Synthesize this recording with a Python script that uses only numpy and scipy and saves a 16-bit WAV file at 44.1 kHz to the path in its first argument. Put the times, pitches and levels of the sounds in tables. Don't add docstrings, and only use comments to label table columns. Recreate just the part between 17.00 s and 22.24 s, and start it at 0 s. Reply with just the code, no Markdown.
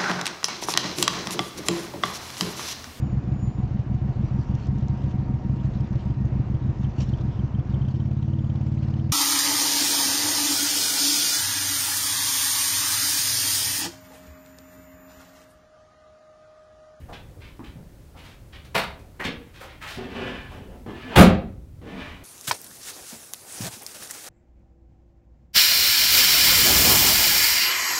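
import sys
import numpy as np
from scipy import signal
from scipy.fft import rfft, irfft, next_fast_len
from scipy.io import wavfile
from scipy.ndimage import uniform_filter1d, minimum_filter1d, map_coordinates

SR = 44100
rng = np.random.default_rng(int(sys.argv[2]) if len(sys.argv) > 2 else 0)


def dump(signal):
    limited = np.clip(np.atleast_2d(signal).T, -1, 1)
    pcm = np.round(limited * 32767).astype(np.int16)
    wavfile.write(sys.argv[1], SR, pcm)


N = 230995

HANDLE_S, LATCH_S = 1.742, 4.153

# [t/s, rubbing level/dB, groan level/dB, whistle level/dB]
RUBBING_PASSAGES = [
    [(2.98, -46, -31.5, -62), (3.07, -51, -50.5, -60), (3.16, -44, -37, -57), (3.23, -44.5, -38, -54),
     (3.3, -43.5, -40.5, -34.5), (3.37, -48.5, -53.5, -43.5), (3.47, -57.5, -71, -46),
     (3.53, -53.5, -47.5, -71), (3.78, -73, -53.5, -74)],
    [(3.862, -52.5, -34.5, -59), (3.94, -54, -59, -50), (4.01, -48.5, -60, -51), (4.08, -49, -40, -46),
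     (4.15, -41, -50, -53)],
    [(4.815, -56.5, -38, -72.5), (4.89, -48.5, -46, -44.5), (4.95, -50, -40, -62), (5.01, -43, -51, -63),
     (5.07, -48, -55.5, -44), (5.13, -54, -60, -60), (5.24, -65, -57, -70)],
]


def amp(db):
    return 10 ** (np.asarray(db) / 20)


def unit(x):
    return x / np.sqrt(np.mean(x ** 2) + 1e-20)


def along(points, hz):
    f, v = np.transpose(points)
    return np.interp(np.log(hz + 1), np.log(f + 1), v)


def wobble(rate, size):
    knots = rng.standard_normal(int(size * rate / SR) + 4)
    return map_coordinates(knots, [np.arange(size) * rate / SR])


def filtered(x, response):
    m = next_fast_len(len(x) + 8192)
    spectrum = rfft(x, m) * response(np.fft.rfftfreq(m, 1 / SR))
    return irfft(spectrum, m)[:len(x)]


def resonances(modes):
    def response(f):
        total = 0
        for k, (centre, width, db) in enumerate(modes):
            mode = 1j * f * width / (centre * centre - f * f + 1j * f * width)
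            total = total + (-1) ** k * amp(db) * mode
        return total
    return response


def add(out, s, dry, wet_db):
    # [f/Hz, t60/s]
    wall_t60 = [(80, 0.38), (250, 0.58), (1000, 0.39), (4000, 0.36), (8000, 0.19), (14000, 0.13)]
    hz, t, z = signal.stft(rng.standard_normal(SR), SR, nperseg=256)
    decay = amp(-60 * t / along(wall_t60, hz)[:, None])
    tail = signal.istft(z * decay, SR, nperseg=256)[1]
    tail *= 1 - np.exp(-np.arange(len(tail)) / SR / 0.004)
    heard = amp(wet_db) * signal.fftconvolve(dry, tail / np.linalg.norm(tail))
    heard[:len(dry)] += dry
    part = out[round(s * SR):]
    part[:len(heard)] += heard[:len(part)]


def burst(spectrum, rise, hold, fall):
    t = np.arange(SR // 2) / SR
    noise = unit(filtered(rng.standard_normal(len(t)), lambda hz: amp(along(spectrum, hz))))
    noise = noise * amp(2.8 * wobble(127.7, size=len(t)))
    swell = np.minimum(t / rise, 1) ** 2
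    return noise * swell * amp(-60 * np.maximum(t - rise - hold, 0) / fall)


def door():
    # [f/Hz, relative level/dB per Hz]
    clack_spectrum = [(60, -47.5), (120, -1.5), (250, -11), (800, -2), (2000, -6.5), (4000, -12.5),
                      (6500, -26), (10000, -25.5), (15800, -31.5)]
    # [f/Hz, relative level/dB per Hz]
    slam_spectrum = [(15, -46), (30, -9.5), (60, -2), (100, 1), (180, 2), (350, -7.5), (600, -10),
                     (1200, -15.5), (2500, -22.5), (4500, -31), (6800, -36.5), (11000, -34), (15800, -41)]
    # [f/Hz, relative level/dB, t60/s]
    skin_modes = [(57.7, -7.5, .8), (86.7, 1, 0.27), (116, -3.5, 0.36), (184, 5, 0.48), (232, 9, 0.41),
                  (362.7, 8.5, 0.38), (543, -2.5, 0.68), (745, -18, .4), (1080, -8, 0.51)]
    out, t = np.zeros(N), np.arange(SR) / SR
    handle = burst(clack_spectrum, rise=0.013, hold=0.012, fall=0.24)
    add(out, HANDLE_S, amp(-18.5) * handle, wet_db=-7.5)
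    latch = burst(clack_spectrum, rise=0.0093, hold=0.0025, fall=0.22)
    add(out, LATCH_S, amp(-14.5) * latch, wet_db=0.0)
    slam = burst(slam_spectrum, rise=0.016, hold=0.039, fall=0.15)
    add(out, LATCH_S + .005, amp(-6.5) * slam, wet_db=0.5)
    boom = sum(amp(db - 60 * t / t60) * np.sin(2 * np.pi * hz * t) for hz, db, t60 in skin_modes)
    add(out, LATCH_S + .011, amp(-20.0) * boom * (1 - np.exp(-t / .015)), wet_db=-22)
    return out


def swing(rows):
    s, *levels_db = np.transpose(rows)
    t = np.arange(s[0], s[-1], 1 / SR)
    return s[0], t - s[0], *[np.interp(t, s, db) for db in levels_db]


def hinge():
    # [f/Hz, relative level/dB per Hz]
    rasp_spectrum = [(200, -25.5), (400, -12.5), (1000, -6), (2000, -8.5), (3200, -11), (6000, -27),
                     (15800, -49.5)]
    # [f/Hz, width/Hz, relative level/dB]
    steel_modes = [(1060, 59, -7), (1605, 40, -5.5), (1720, 39, -1.5), (2437, 130, -2), (2987, 91, -3.5),
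                   (3610, 49, -9.5)]
    # [f/Hz, width/Hz, relative level/dB]
    groan_modes = [(151, 200, -10.5), (190, 15, 5.5), (262, 16, 3.5), (293.4, 7.9, 3.5), (400, 190, -6.5),
                   (700, 660, -14.5)]
    firm_db = -45
    ring_db, ring_growth, ring_build_s = -0.5, 1.24, 0.1

    def rasp_path(hz):
        return amp(along(rasp_spectrum, hz))

    def modal_path(modes):
        response = resonances(modes)
        return lambda hz: response(hz) / (1 + (hz / 4500) ** 4)

    out = np.zeros(N)
    paths = (rasp_path, modal_path(steel_modes), modal_path(groan_modes))
    for rows in RUBBING_PASSAGES:
        s, t, rub_db, groan_db, _ = swing(rows)
        slip = amp(1.5 * wobble(50, size=SR))[:len(t)]
        rasp, ring, groan = [unit(filtered(slip * rng.standard_normal(SR)[:len(t)], path))
                             for path in paths]
        ring_level = amp(firm_db + ring_db + ring_growth * (rub_db - firm_db))
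        ring = ring * ring_level * (1 - np.exp(-t / ring_build_s))
        add(out, s, amp(rub_db) * rasp + ring + amp(groan_db) * groan, wet_db=-0.5)
    return out


def whistle():
    whistle_hz = 1740
    out = np.zeros(N)
    for rows in RUBBING_PASSAGES:
        s, t, *_, db = swing(rows)
        flutter_db = 3 * wobble(30, size=SR)[:len(t)]
        waver = 1.6 * wobble(22.6, size=SR)[:len(t)]
        tone = np.sin(2 * np.pi * whistle_hz * t + waver)
        add(out, s, amp(db + flutter_db) * tone, wet_db=-20.5)
    return out


def knocks():
    # [t/s, level/dB, f/Hz, cycles until 60 dB down]
    knock_events = [(0.594, -21, 297, 3.5), (.757, -30, 156, 5), (0.79, -36, 160, 4), (2.198, -25, 372, 5),
                    (2.252, -15.5, 250, 4), (2.275, -30, 473, 31), (2.611, -36.5, 540, 20),
                    (2.974, -20.5, 238, 5.5), (3.716, -39, 500, 8.5), (3.8636, -22.5, 300, 4.5),
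                    (3.8962, -20, 300, 3.5), (4.12, -27, 890, 19), (4.814, -37.5, 300, 16),
                    (4.912, -36, 570, 8), (4.955, -32, 600, 2)]
    contact_s = .0011
    out, t = np.zeros(N), np.arange(SR // 4) / SR
    for s, db, hz, cycles in knock_events:
        push = np.sin(2 * np.pi * hz * t) * amp(-60 * t * hz / cycles)
        push = push * (1 - np.exp(-t / contact_s))
        tick = 0.42 * np.sin(2 * np.pi * 3.04 * hz * t) * amp(-60 * t / 0.0053)
        add(out, s, amp(db) * (push + tick), wet_db=2.5)
    return out


def scuffs():
    # [t/s, level/dB, fade/s, centre f/Hz, hiss level/dB before a cap at -8 dB]
    scuff_events = [(0, -62, 0.032, 2170, -40), (.082, -44.5, 0.046, 730, -29),
                    (.121, -45.5, 0.038, 2520, -27), (.29, -55, 0.096, 453, -37),
                    (0.401, -51.5, 0.081, 2500, -28), (.632, -50.5, 0.045, 2440, -20),
                    (.756, -55.5, 0.056, 490, -45), (1.136, -52.5, 0.031, 860, -43),
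                    (1.152, -53.5, 0.18, 2520, -14), (1.235, -54.5, 0.074, 2620, -7),
                    (1.52, -46.5, 0.044, 2540, -30), (1.64, -53.5, 0.019, 3040, -7),
                    (1.982, -48, 0.013, 513, -24), (2.192, -33, 0.033, 1510, -25),
                    (2.235, -31.5, 0.035, 2800, -20.5), (2.4, -62, 0.12, 2010, -35),
                    (2.53, -50, .15, 2500, -16), (2.598, -45, 0.059, 1150, -13.5),
                    (2.679, -52, 0.065, 2400, -36), (2.802, -40.5, 0.13, 1950, -18),
                    (2.859, -42, .11, 2950, -9), (3.501, -48.5, 0.082, 726, -24),
                    (3.712, -54, 0.026, 690, -39), (4.108, -37, 0.058, 820, -47)]
    shortest_rise_s, rise_per_fade = 0.0099, .1
    out, t = np.zeros(N), np.arange(SR // 4) / SR
    for s, db, fade, centre_hz, hiss_db in scuff_events:
        def colour(f):
            body = (f / centre_hz) ** .9 / (1 + (f / centre_hz / 1.25) ** 5)
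            hiss = amp(min(hiss_db, -8)) * (f > 300) / (1 + f / 7000)
            return body + hiss

        grains = rng.standard_normal(len(t)) * amp(2 * wobble(200, size=len(t)))
        grit = unit(filtered(grains, colour))
        rise = shortest_rise_s + rise_per_fade * fade
        stroke = np.minimum(t / rise, 1) * np.sqrt(np.clip(1 - (t - rise) / fade, 0, 1))
        add(out, s, amp(db) * grit * stroke, wet_db=-1.5)
    return out


def background():
    # [f/Hz, relative level/dB per Hz]
    air_spectrum = [(12, -67), (20, -8.5), (78, -1.5), (167, -11), (208, -17.5), (268, -16), (468, -25),
                    (569, -23), (654, -29), (752, -30.5), (3040, -42), (7840, -44.5), (15800, -46.5)]
    # [t/s, level/dB]
    rumble_levels = [(0, -42.5), (.8, -47.5), (1.7, -45.5), (2.6, -48.5), (3.4, -42), (4.0, -46.5),
                     (5.24, -45.5)]
    shake_db, shake_rise_s, shake_t60_s = -19.5, 0.147, 1.43
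    s, db = np.transpose(rumble_levels)
    t = np.arange(N) / SR
    since = np.maximum(t - LATCH_S, 0)
    shake = amp(shake_db - 60 * since / shake_t60_s) * np.minimum(since / shake_rise_s, 1) ** 2
    level = amp(np.interp(t, s, db)) + shake
    air = unit(filtered(rng.standard_normal(N), lambda hz: amp(along(air_spectrum, hz))))
    low = filtered(air, lambda hz: 1 / (1 + (hz / 300) ** 4))
    hiss = amp(-44.5) * (air - low)
    return hiss + level * amp(0.77 * wobble(16, size=N)) * unit(low)


def scene():
    return (door() + hinge() + whistle() + knocks() + scuffs() + background())[None]


def record(dry):
    top_hz = 15790
    x, t = dry[0], np.arange(N) / SR
    level_db = 10 * np.log10(np.abs(uniform_filter1d(x ** 2, size=1024)) + 1e-12)
    need_db = np.minimum(0, 0.5 * (-10.5 - level_db))
    hold = int(.5 * SR)
    held_db = minimum_filter1d(need_db, size=hold, origin=(hold - 1) // 2)
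    gain_db = np.minimum(0, np.minimum.accumulate(held_db - 20 * t) + 20 * t)
    x = x * amp(uniform_filter1d(gain_db, size=3001, origin=1500, mode="nearest"))
    x = x / (1 + np.abs(x / .98) ** 6) ** (1 / 6)
    return filtered(x, lambda hz: hz < top_hz)[None]


dry = scene()
out = record(dry)
dump(out)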